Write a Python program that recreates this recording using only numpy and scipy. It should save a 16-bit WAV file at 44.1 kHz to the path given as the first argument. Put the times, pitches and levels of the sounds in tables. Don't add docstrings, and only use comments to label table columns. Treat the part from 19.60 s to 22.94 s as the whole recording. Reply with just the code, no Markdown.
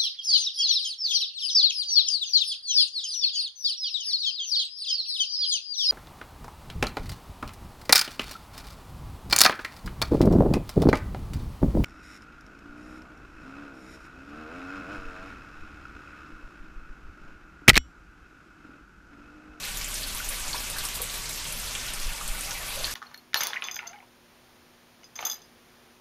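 import sys
import numpy as np
from scipy import signal
from scipy.io import wavfile

SR = 44100
rng = np.random.default_rng(int(sys.argv[2]) if len(sys.argv) > 2 else 0)


def rack_gain(trim_db):
    fader = np.asarray(trim_db, float)
    return 10 ** (fader / 20)


def wav_record(signal):
    frames = np.transpose(np.atleast_2d(signal))
    bounded = np.clip(frames, -1, 1)
    quanta = np.round(bounded * 32767).astype(np.int16)
    wavfile.write(sys.argv[1], SR, quanta)


N = 147294


def in_time(rows):
    return np.interp(np.arange(N) / SR, *np.transpose(rows))


def at_hz(points, hz):
    points_hz, points_db = np.transpose(points)
    return np.interp(np.log(hz), np.log(points_hz), points_db)


def rms_one(x):
    return x / np.sqrt(np.mean(x ** 2) + 1e-20)


def drift(rate):
    step = 40
    r = np.exp(-2 * step * np.pi * rate / SR)
    slow = signal.lfilter([1], [1, -2 * r, r * r], rng.standard_normal(N // step + 2002))
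    slow = rms_one(slow[2000:])
    return np.interp(np.arange(N) / step, np.arange(len(slow)), slow)


def banded_noise(spectrum, edges, shared_db, own_db):
    out, together, white = 0, drift(7.4), rng.standard_normal((2, N + SR))
    for k, (low, high) in enumerate(zip(edges, edges[1:])):
        band_pass = signal.butter(2, [low, high], "band", fs=SR, output="sos")
        band = signal.sosfilt(band_pass, white[k % 2])[SR:]
        level_db = at_hz(spectrum, np.sqrt(low * high)) + shared_db * together + own_db * drift(8.6)
        out = out + band * rack_gain(level_db)
    return rms_one(out)


def ring(clicks, hz, cycles, swell=True):
    r, w = rack_gain(-60 * hz / (cycles * SR)), 2 * np.pi * hz / SR
    poles = [1, -2 * r * np.cos(w), r * r]
    once = signal.lfilter([0, np.sin(w)], poles, clicks + 1e-18)
    if not swell:
        return once
    return signal.lfilter([2 * np.e * (1 - r) * np.sin(w)], poles, once)


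def scattered(clicks):
    # delay in seconds, level in dB.
    returns = [
        (.0074, -8),
        (0.0157, -10.5),
    ]
    t60_s, tail_db, tail_start_s = 0.15, 0.06, 0.003
    rim_s, rim_spread, rim_db = 0.0023, 0.07, -3.5

    r = rack_gain(-120 / (t60_s * SR))
    late = np.roll(clicks, int(tail_start_s * SR))
    power = signal.lfilter([1 - r], [1, -r], late ** 2 + 1e-18)
    tail = rack_gain(tail_db) * np.sqrt(power) * rng.standard_normal(len(clicks))

    rim_delay = int(rim_s * SR * (1 + rim_spread * rng.uniform(-1, 1)))
    early = rack_gain(rim_db) * np.roll(clicks, rim_delay)
    for s, db in returns:
        early = early + rack_gain(db) * np.roll(clicks, int(s * SR))
    return clicks + early + tail


def grains(per_s, pitches, cycles, spread_db, clump_db, tilt_db):
    sizes = rack_gain(spread_db * np.minimum(rng.exponential(1, N), 3.2)) * rng.choice([-1, 1], N)
    born = rng.random(N) < per_s * rack_gain(clump_db * drift(18)) / SR
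    first, second = rng.integers(0, len(pitches), (2, N))
    out = 0
    for k, hz in enumerate(pitches):
        clicks = sizes * born * ((first == k) | (second == k))
        tilt = rack_gain(tilt_db * np.log2(hz / pitches[0]))
        out = out + tilt * ring(scattered(clicks), hz, cycles)
    return rms_one(out)


def drops(rows, cycles, swell=False):
    arrive_s, burst_s, burst_db = 0.001, 0.00026, -3
    out, t = np.zeros(N + SR), np.arange(SR // 4) / SR
    for s, db, hz in rows:
        start = int((s + arrive_s) * SR)
        ragged = rng.standard_normal(len(t)) * np.exp(-t / burst_s)
        ragged = rack_gain(burst_db) * ragged / np.sqrt(burst_s * SR / 2)
        out[start:start + len(t)] += rack_gain(db) * ring(scattered((t == 0) + ragged), hz, cycles, swell)
    return out[:N]


def falling_water():
    # time in seconds, level in dB.
    flow = [
        (0.0, -36),
        (0.44, -34),
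        (1.17, -34),
        (1.74, -34),
        (2.69, -35),
        (3.34, -33),
    ]
    # frequency in Hz, level in dB per Hz.
    rush_spectrum = [
        (150, -32),
        (250, -8),
        (591, -4),
        (727, -4.5),
        (1160, 0.5),
        (1280, -7),
        (2510, 1),
        (9450, -3.5),
        (15300, -13),
    ]
    rush = banded_noise(rush_spectrum, np.geomspace(180, 17000, 15), shared_db=-0.17, own_db=2.05)
    spray = grains(per_s=950, pitches=np.geomspace(2200, 12000, 14), cycles=8.7,
                   spread_db=6.0, clump_db=2.0, tilt_db=4.5)
    return rack_gain(in_time(flow) - 0.83) * (rack_gain(-2.6) * rush + rack_gain(-5.5) * spray)


def churning_bubbles():
    # time in seconds, level in dB.
    churn = [(0.0, -37), (0.47, -57), (0.67, -42.5), (0.69, -43.5), (0.94, -43.5), (0.95, -35), (0.99, -40),
             (1.24, -42.5), (1.27, -50.5), (2.77, -41.5), (3.22, -43), (3.3, -52.5), (3.31, -54),
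             (3.34, -50)]
    bubbles = grains(per_s=330, pitches=np.geomspace(450, 2600, 16), cycles=33.4,
                     spread_db=4.0, clump_db=2.5, tilt_db=6.0)
    return rack_gain(in_time(churn) - 5.0) * bubbles


def rumble():
    # frequency in Hz, level in dB per Hz.
    rumble_spectrum = [
        (26, -30),
        (45, -9),
        (75, -9.5),
        (162, -13.5),
        (199, -19.5),
        (227, -16.5),
        (300, -18),
        (390, -50),
        (660, -120),
    ]
    # time in seconds, level in dB.
    breeze = [(0.0, -41), (0.35, -50), (0.45, -50), (1.19, -41.5), (1.65, -52), (2.11, -40), (2.15, -50),
              (2.33, -34.5), (2.38, -42), (2.46, -23), (2.6, -48), (2.74, -27.5), (2.8, -48), (3.34, -42)]
    # time in seconds, level in dB.
    drone_level = [
        (0.0, -58),
        (0.14, -36.5),
        (2.33, -43.5),
        (2.37, -34),
        (2.62, -48),
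        (2.71, -34.5),
        (2.9, -42.5),
        (3.34, -40),
    ]
    drone_hz, drone_width_hz = 34.24, 9.32

    lumps = banded_noise(rumble_spectrum, np.geomspace(8, 27, 3), shared_db=-4.5, own_db=0.5)
    lumps = rack_gain(in_time(breeze)) * lumps
    phase = 2 * np.pi * np.cumsum(drone_hz + drone_width_hz / 2 * drift(6.3)) / SR
    drone = rack_gain(in_time(drone_level) - 1.0 + 0.86 * drift(14.0)) * np.sin(phase)
    far = rack_gain(-48.5) * banded_noise(rumble_spectrum, np.geomspace(45, 300, 8), shared_db=-0.8, own_db=-1.1)
    side_spectrum = [(12, 0), (50, -4), (160, -21), (400, -30)]  # Hz, dB per Hz
    side = rack_gain(-64) * banded_noise(side_spectrum, np.geomspace(10, 420, 8), shared_db=0, own_db=1)
    return lumps + drone + far + side * np.array([[1], [-1]])


def popping_drops():
    # start in seconds, peak in dB, pitch in Hz.
    splats = [(0.3536, -21.5, 5550), (0.6444, -20, 6700), (1.2511, -18.5, 8470), (1.3497, -20, 7660),
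              (1.5, -30, 6400), (1.7294, -22, 7070), (2.179, -20.5, 6900), (2.265, -24, 5500),
              (2.4299, -28, 6400), (2.929, -25, 6530), (3.237, -26, 5400), (3.2504, -23, 6600),
              (3.2665, -25, 4400), (0.0323, -24, 4030), (0.0383, -21, 9170), (0.1999, -26, 6880),
              (0.2783, -37, 3230), (0.3157, -29, 6400), (0.3411, -17, 9110), (0.41, -23, 9160),
              (0.5477, -18, 10100), (0.7008, -30, 6900), (0.9462, -26, 8720), (1.0036, -24, 8110),
              (1.1842, -20, 9400), (1.2516, -25, 5400), (1.287, -21, 6050), (1.3672, -32, 8000),
              (1.44, -26, 8300), (1.497, -23, 4100), (1.5404, -27, 7410), (1.6372, -29, 8060),
              (1.657, -27.5, 4500), (1.6926, -18, 7480), (1.745, -23, 5800), (1.923, -20, 5400),
              (1.9979, -22, 8840), (2.1505, -21, 7490), (2.188, -30, 3320), (2.195, -27, 3750),
              (2.2608, -32, 7430), (2.28, -21.5, 4040), (2.4942, -35, 2980), (2.7791, -27, 8420),
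              (2.9078, -20, 5800), (3.0949, -26, 9700)]
    # start in seconds, peak in dB, pitch in Hz.
    spits = [(0.0508, -20, 13100), (0.1715, -17, 12500), (0.2805, -18, 11900), (0.409, -24, 12700),
             (0.4723, -34, 11200), (0.5721, -18, 13000), (0.6449, -19, 12800), (0.6883, -24, 12400),
             (1.0041, -22, 13600), (1.102, -37, 11200), (1.1842, -19, 12500), (1.2351, -16, 13400),
             (1.286, -18, 12600), (1.3506, -18.5, 13500), (1.4169, -14, 12400), (1.5803, -32, 12300),
             (1.693, -22.5, 11300), (2.2623, -23, 12000), (2.6773, -19, 11200), (2.9297, -23, 11200)]
    # start in seconds, peak in dB, pitch in Hz.
    pops = [(0.1446, -25.5, 3630), (0.1715, -23.5, 6960), (0.2129, -20.5, 5130), (0.2438, -20, 7150),
            (0.4314, -19.5, 4500), (0.4723, -22, 9800), (0.6883, -17, 9910), (0.879, -15.5, 7060),
            (0.9298, -19, 4500), (0.9785, -19, 5360), (1.004, -30, 4200), (1.0994, -19, 9750),
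            (1.1842, -20.5, 4400), (1.2502, -18, 9900), (1.287, -34, 3260), (1.3498, -25, 3680),
            (1.4167, -14, 9800), (1.5406, -25, 3950), (1.6951, -25, 3900), (1.8522, -23.5, 3100),
            (1.9227, -16.5, 10100), (2.151, -19.5, 3200), (2.3348, -18.5, 8650), (2.6768, -19, 8200),
            (2.808, -17, 9100), (3.1886, -20, 6800), (3.2427, -16, 4400)]
    return rack_gain(-0.8) * (drops(pops, cycles=18.0) + drops(spits, cycles=14.0)
                        + rack_gain(0.5) * drops(splats, cycles=14.4))


def gulping_bubbles():
    # start in seconds, peak in dB, pitch in Hz.
    gulps = [(.21, -25.5, 2330), (.6, -31, 1480), (.66, -31, 1830), (.724, -28, 2010), (.943, -24, 1020),
             (.95, -37, 540), (.95, -29, 1650), (1.16, -28, 1600), (1.2, -28, 1620), (1.4, -30, 493),
             (1.402, -41, 710), (1.404, -33, 950), (1.86, -33.5, 990), (2.36, -31.5, 1300),
             (2.61, -33, 1260), (2.74, -29.5, 2000), (2.89, -30, 1140), (2.91, -42, 960), (3.148, -35, 547),
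             (3.17, -31.5, 577), (3.196, -40, 510), (3.197, -28, 665), (3.238, -40, 1140),
             (3.262, -32, 1150), (3.277, -30, 1700), (3.293, -29, 1800)]
    return rack_gain(-7) * drops(gulps, cycles=9.8, swell=True)


def garden(x):
    # frequency in Hz, width in Hz, level in dB.
    hollows = [
        (619, 28, 4),
        (1145, 25, 1.5),
        (1506, 210, 2),
        (2420, 84, -10.5),
    ]
    wall_s, wall_db, wall_cut_hz = 0.00515, -17, 7400
    dull = signal.sosfilt(signal.butter(1, wall_cut_hz, fs=SR, output="sos"), x)
    out = x + rack_gain(wall_db) * np.roll(dull, int(wall_s * SR))
    for hz, width_hz, db in hollows:
        r = np.exp(-np.pi * width_hz / SR)
        poles = [1, -2 * r * np.cos(2 * np.pi * hz / SR), r * r]
        hollow = signal.lfilter([(1 - r * r) / 2, 0, (r * r - 1) / 2], poles, x)
        out = out + rack_gain(db - 4.5) * hollow
    return out


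def scene():
    water = falling_water() + churning_bubbles() + popping_drops() + gulping_bubbles()
    return garden(water + rumble())


def low_pass(x):
    return signal.sosfilt(signal.butter(12, 15300, fs=SR, output="sos"), x)


def record(dry):
    cut = signal.sosfilt(signal.ellip(14, 0.5, 80, 15350, fs=SR, output="sos"), dry)
    return low_pass(cut + 0.0005)


dry = scene()
out = record(dry)
wav_record(out)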